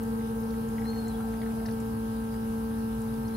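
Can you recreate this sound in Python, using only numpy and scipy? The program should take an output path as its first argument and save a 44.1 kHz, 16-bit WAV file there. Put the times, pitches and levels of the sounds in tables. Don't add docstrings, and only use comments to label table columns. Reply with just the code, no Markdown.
import sys
import numpy as np
from scipy import signal
from scipy.fft import rfft, irfft, next_fast_len
from scipy.io import wavfile
from scipy.ndimage import uniform_filter1d, map_coordinates

SR = 44100
rng = np.random.default_rng(int(sys.argv[2]) if len(sys.argv) > 2 else 0)


def invert_db(x):
    u = np.asarray(x, float) / 20
    return 10 ** u


def wrap_up_sound(samples):
    columns = np.atleast_2d(samples).T
    tamed = np.clip(columns, -1, 1)
    steps = np.round(tamed * 32767).astype(np.int16)
    wavfile.write(sys.argv[1], SR, steps)


N = 148176
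T = np.arange(N) / SR

# multiple, left level/dB, right level/dB, left lead/rad
SHAFT_ORDERS = [(1, -57, -57, -0.1), (2, -47, -46, -0.0), (4, -32, -33, -0.4), (6, -79, -62, -1.0),
                (7, -62, -67, -0.6), (8, -41, -42, -1.1), (9, -61, -60, -1.4), (10, -65, -62, -0.7),
                (11, -77, -68, -2.9), (12, -56, -53, 2.9), (13, -67, -72, -1.6), (14, -61, -55, 0.3),
                (15, -56, -58, 1.2), (16, -56, -52, 1.7), (17, -65, -73, -1.3), (18, -61, -62, -1.3),
                (19, -61, -63, -2.5), (20, -52, -53, -2.7), (21, -80, -71, 0.8), (22, -63, -73, -3.1),
                (23, -71, -61, 1.3), (24, -61, -55, -2.1), (25, -86, -74, 2.5), (26, -72, -70, -1.7),
                (27, -77, -75, -2.6), (28, -56, -62, -0.2), (29, -77, -77, 0.8), (30, -67, -79, 0.3),
                (31, -79, -81, -1.1), (32, -65, -81, -3.0), (34, -73, -96, 0.6), (36, -78, -73, -2.3),
                (37, -84, -73, 2.3), (38, -79, -84, -1.2), (39, -76, -91, 1.9), (40, -70, -74, -1.8),
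                (43, -78, -82, 0.2), (44, -71, -80, -2.4), (45, -76, -81, 2.9), (48, -77, -76, 0.7),
                (49, -71, -79, 0.9), (51, -84, -79, -1.4), (52, -77, -77, -0.2), (53, -82, -77, -1.5),
                (56, -75, -79, 0.1), (58, -79, -80, 1.8), (60, -78, -85, -2.3)]
MAINS_FIELD_GAINS = [.15, 1, .3]
# f/Hz, width/Hz, gain to left port/dB, gain to right port/dB
CASING_MODES = [(4000, 500, -13, -15), (4750, 150, -13, -15), (6340, 150, -14, -14), (8500, 300, -11, -8),
                (9230, 150, -9, -5), (9900, 250, -5, -1), (10250, 180, -4, 1.5), (11500, 350, 1, 0),
                (11880, 200, -6, -6), (13550, 300, -3, -4), (14150, 250, -7, -8), (15450, 400, -7, -7)]
# f/Hz, density/dB
HISS_SPECTRUM = [(200, -15), (400, -16), (800, 2), (1100, -2.5), (1600, -4), (2000, -9.5), (3000, -10),
                 (5000, -10), (7000, -13.5), (9000, -11.5), (11000, -9), (12700, -11.5), (14600, -17),
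                 (16000, -29)]
# t/s, level/dB
HISS_LEVEL = [(0.0, -60.5), (0.45, -61), (0.81, -60.5), (0.99, -60), (1.19, -60), (1.65, -60.5),
              (2.55, -61), (3.36, -60.5)]
# f/Hz, left minus right/dB
HISS_BALANCE = [(300, -4), (1000, 15), (2400, 1.5), (4400, 1.5), (8000, 2.5), (15000, -12)]
# f/Hz, left-right correlation/1
PORT_LIKENESS = [(60, 0.71), (200, 1), (500, 1), (1000, 0), (3000, 0), (15000, 0)]
# f/Hz, level/dB, waver/dB
DRONE_TONES = [(52.25, -48, .8), (59, -50, 1), (73.25, -52, 2), (97.5, -52, 1.5), (120, -55, 2),
               (127.5, -56, 2), (135.25, -54, 2), (172.2, -62, 2), (195.2, -55, 2), (208.8, -56, 1.5),
               (240, -58, 1.5), (288.3, -56, 2), (328.8, -67, 1.5), (540.5, -68, 1.5), (568.8, -69, 1.5)]
# t/s, f/Hz, level/dB
SINKING_TONE = [(0, 468.5, -46), (.35, 464, -45), (.75, 461.5, -46), (1, 460.5, -47), (1.35, 455, -51),
                (1.72, 457, -49), (1.9, 455, -64), (3.36, 455, -66)]
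# f/Hz, density/dB
RUMBLE_SPECTRUM = [(20, -22), (35, -13), (65, -14), (87, -20), (110, -3), (140, -3), (165, -14), (260, -14),
                   (350, -21), (460, -18), (600, -28), (800, -60), (1300, -120)]
# t/s, level/dB, centre f/Hz
TICK_EVENTS = [(.028, -40, 12900), (.033, -50, 7300), (.27, -50, 10800), (.4, -57, 5100),
               (.404, -46, 15000), (.433, -52, 5300), (.505, -48.5, 4590), (.685, -49.5, 7160),
               (.9, -53, 7050), (1.079, -42, 7460), (1.416, -48, 3970), (1.558, -52, 8500),
               (1.659, -41, 4990), (1.686, -48, 4500), (1.71, -49.5, 5040), (1.721, -54, 4900),
               (1.734, -54, 5000), (1.8, -45, 7270), (3.017, -46, 8600), (3.138, -51, 5160),
               (3.28, -48.5, 5370)]
# t/s, level/dB, f/Hz
CREAK_SLIPS = [(.19, -48, 1900), (.209, -48, 2100), (.538, -47, 1900), (.782, -39, 1900), (.818, -42, 1950),
               (.855, -41, 1850), (.93, -47, 2100), (.96, -46, 1800), (1.071, -47, 1800),
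               (1.205, -37, 1350), (1.336, -46, 1900), (1.416, -42, 1950), (1.43, -45, 1850),
               (1.461, -42, 1700), (1.6, -46, 1850), (1.656, -42, 1750), (1.686, -40, 1700),
               (2.34, -49, 1900), (2.71, -45, 1500)]
# pitch ratio/1, relative level/dB, t60/s
CREAK_MODES = [(.85, 1, .03), (1, 3.5, .032), (1.13, 0, .03), (1.63, -7, .022), (2.15, -11, .018)]
# t/s, level/dB, f/Hz
CHATTER_COURSE = [(.72, -90, 800), (.75, -43, 810), (.95, -44, 770), (1.2, -45, 740), (1.5, -45, 710),
                  (1.7, -43, 690), (1.73, -90, 690)]
# t/s, f/Hz, level/dB
SQUEAK_COURSE = [(0.84, 4033, -68), (0.884, 4205, -49), (0.898, 4234, -48), (0.918, 4303, -56),
                 (0.98, 4272, -55), (0.992, 4273, -49), (1.002, 4271, -59), (1.034, 4268, -66),
                 (1.04, 4245, -74), (1.046, 4136, -61), (1.074, 4110, -57), (1.078, 4111, -64),
                 (1.088, 4246, -52), (1.102, 4150, -63), (1.11, 3985, -59), (1.125, 3997, -61)]
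# t/s, length/s, f/Hz, level/dB
SHORT_SQUEAKS = [(.97, .015, 2950, -63), (1.132, .042, 3370, -61), (1.225, .012, 4050, -63),
                 (1.662, .012, 4800, -58), (1.663, .008, 3850, -56), (3.082, .02, 3780, -64),
                 (3.24, .035, 4250, -62), (3.305, .015, 4000, -65), (3.335, .03, 4150, -57)]


def unit(x):
    return x / np.sqrt(np.mean(x ** 2) + 1e-20)


def along(points, hz):
    f, value = np.transpose(points)
    return np.interp(np.log(hz + 1), np.log(f + 1), value)


def curves(rows):
    s, *columns = np.transpose(rows)
    return [np.interp(T, s, column) for column in columns]


def wobble(knots_per_s):
    knots = rng.standard_normal(200)
    place = np.minimum(T[::64] * knots_per_s, 190)
    return map_coordinates(knots, [place]).repeat(64)[:N]


def filtered(x, response):
    m = next_fast_len(N + SR // 2)
    return irfft(rfft(x, m) * response(np.fft.rfftfreq(m, 1 / SR)), m)[..., :N]


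def rush(spectrum, patchy_db):
    z = signal.stft(rng.standard_normal((2, N + 512)), nperseg=512)[2]
    field = uniform_filter1d(rng.standard_normal(z.shape[1:]), size=6, axis=0)
    field = uniform_filter1d(field, size=10, axis=1)
    pair = signal.istft(z * invert_db(patchy_db * unit(field)), nperseg=512)[1][:, :N]

    def mid_side_gains(hz):
        turn = np.arccos(np.clip(along(PORT_LIKENESS, hz), -1, 1)) / 2
        return invert_db(along(spectrum, hz)) * [np.cos(turn), np.sin(turn)]

    mid, side = filtered(pair, mid_side_gains)
    return unit(np.array([mid + side, mid - side]))


def pair_tone(phase, left_lead):
    return np.sqrt(2) * np.cos(phase + np.array([[left_lead / 2], [-left_lead / 2]]))


def casing(hz):
    power = 0
    for centre, width, left_db, right_db in CASING_MODES:
        power = power + invert_db([[left_db], [right_db]]) ** 2 / (1 + (2 * (hz - centre) / width) ** 4)
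    return np.sqrt(power)


def through_casing(pair):
    share, left_lag_s = .65, .0002
    late = filtered(pair[1], lambda hz: np.exp(-2j * np.pi * hz * left_lag_s))
    left = share * late + np.sqrt(1 - share ** 2) * pair[0]
    return unit(filtered(np.array([left, pair[1]]), casing))


def pump_hum(turns):
    waver_db, locked_orders = .6, 8
    hum = 0
    for k, left_db, right_db, left_lead in SHAFT_ORDERS:
        scatter = 2 * np.pi * (k > locked_orders) * rng.random()
        tone = pair_tone(2 * np.pi * k * turns + scatter, left_lead)
        hum = hum - invert_db([[left_db], [right_db]]) * invert_db(waver_db * wobble(8.72)) * tone
    return hum


def slot_whine(turns):
    mains_hz = 60
    one_turn = signal.resample(rng.standard_normal((2, 600)), 9600, axis=1)
    slots = one_turn[:, (turns % 1 * 9600).astype(int)]
    field = sum(g * np.cos(4 * np.pi * k * mains_hz * T) for k, g in enumerate(MAINS_FIELD_GAINS))
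    return through_casing(slots * field)


def casing_hiss(vane_gate):
    noise = rush([(20, 0), (20000, 0)], patchy_db=1.0)
    return through_casing(noise * vane_gate * invert_db(0.25 * wobble(8.7)))


def water_hiss(vane_gate):
    swell_db, = curves(HISS_LEVEL)
    noise = rush(HISS_SPECTRUM, patchy_db=2.0)
    hiss = filtered(noise, lambda hz: invert_db(np.outer([.5, -.5], along(HISS_BALANCE, hz))))
    return invert_db(swell_db - swell_db.mean()) * vane_gate * hiss


def pump():
    shaft_hz, wander_turns, gate_depth = 56.108, .0005, .15
    whine_db, casing_hiss_db, water_hiss_db = -59, -59.5, -53
    turns = shaft_hz * T + wander_turns * wobble(4.1)
    vane_gate = 1 + gate_depth * np.cos(8 * np.pi * turns)
    treble = invert_db(whine_db) * slot_whine(turns) + invert_db(casing_hiss_db) * casing_hiss(vane_gate)
    return pump_hum(turns) + treble + invert_db(water_hiss_db) * water_hiss(vane_gate)


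def drones():
    lead_per_hz = -0.00096
    tones = 0
    for hz, db, waver_db in DRONE_TONES:
        level = invert_db(db + waver_db * wobble(4.28))
        phase = 2 * np.pi * (hz * T + rng.random()) + 0.45 * waver_db * wobble(4)
        tones = tones + level * pair_tone(phase, lead_per_hz * hz)
    return tones


def sinking_tone():
    hz, db = curves(SINKING_TONE)
    return invert_db(db + .7 * wobble(8)) * pair_tone(2 * np.pi * np.cumsum(hz) / SR, -.8)


def rumble():
    return invert_db(-45) * rush(RUMBLE_SPECTRUM, patchy_db=1.5)


def ticks():
    t60_s, log_width, rise_s = .03, .12, 0.00096
    out, t = np.zeros(N + SR), T[:SR // 20]
    for s, db, hz in TICK_EVENTS:
        spread = rng.standard_normal((30, 2))
        mode_hz = hz * np.exp(log_width * spread[:, :1])
        ring = np.sin(2 * np.pi * mode_hz * t + np.pi * spread[:, 1:]).sum(axis=0)
        out[round(s * SR):][:len(t)] += invert_db(db - 60 * t / t60_s) * unit(ring) * (1 - np.exp(-t / rise_s))
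    return out[:N]


def creak():
    out, t = np.zeros(N + SR), T[:SR // 10]
    for s, db, hz in CREAK_SLIPS:
        ring = 0
        for ratio, mode_db, t60_s in CREAK_MODES:
            decay = invert_db(mode_db + rng.normal(0, 0.67) - 60 * t / t60_s)
            mode_hz = hz * ratio * rng.normal(1, 0.015)
            ring = ring + decay * np.sin(2 * np.pi * mode_hz * t)
        out[round(s * SR):][:len(t)] += invert_db(db - 4) * ring * (1 - np.exp(-t / .0006))
    return out[:N]


def chatter():
    slips_per_s, t60_s, rise_s = 70, .06, 0.0014
    out, t = np.zeros(N + SR), T[:SR // 10]
    level_db, body_hz = curves(CHATTER_COURSE)
    for s in np.cumsum(rng.uniform(.5, 1.5, 300)) / slips_per_s:
        i = min(int(s * SR), N - 1)
        decay = invert_db(level_db[i] + rng.normal(0, 2) - 60 * t / t60_s)
        ring = decay * np.sin(2 * np.pi * body_hz[i] * rng.normal(1, .05) * t)
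        out[i:][:len(t)] += ring * (1 - np.exp(-t / rise_s))
    return out[:N]


def squeaks():
    hz, db = curves(SQUEAK_COURSE)
    start, end = SQUEAK_COURSE[0][0], SQUEAK_COURSE[-1][0]
    fade = np.clip(np.minimum(T - start, end - T) / 0.0041, 0, 1)
    out = np.sqrt(2) * fade * invert_db(db) * np.sin(2 * np.pi * np.cumsum(hz) / SR)
    for s, length, hz, db in SHORT_SQUEAKS:
        fade = np.clip(3 * np.minimum(T - s, s + length - T) / length, 0, 1)
        out = out + np.sqrt(2) * invert_db(db) * fade * np.sin(2 * np.pi * hz * T)
    flutter_db = unit(uniform_filter1d(rng.standard_normal(N), size=200))
    return out * invert_db(flutter_db)


def room(x):
    t60_s = .2
    tail = rng.standard_normal((2, SR // 3)) * invert_db(-60 * T[:SR // 3] / t60_s)
    tail = tail / np.linalg.norm(tail[0])
    return signal.fftconvolve(np.pad(x, (200, 0))[None], tail, axes=1)[:, :N]


def scene():
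    left_over_right_db, room_db = 5, -9
    machine = pump() + drones() + sinking_tone() + rumble()
    near = ticks() + creak() + chatter() + squeaks()
    ports = np.array([near, np.pad(near, (1, 0))[:N]])
    ports = ports * invert_db([[left_over_right_db / 2], [-left_over_right_db / 2]])
    return machine + ports + invert_db(room_db) * room(near)


def roll_off(x):
    return signal.sosfilt(signal.butter(12, 15930, fs=SR, output="sos"), x)


def record(dry):
    return roll_off(dry)


dry = scene()
out = record(dry)
wrap_up_sound(out)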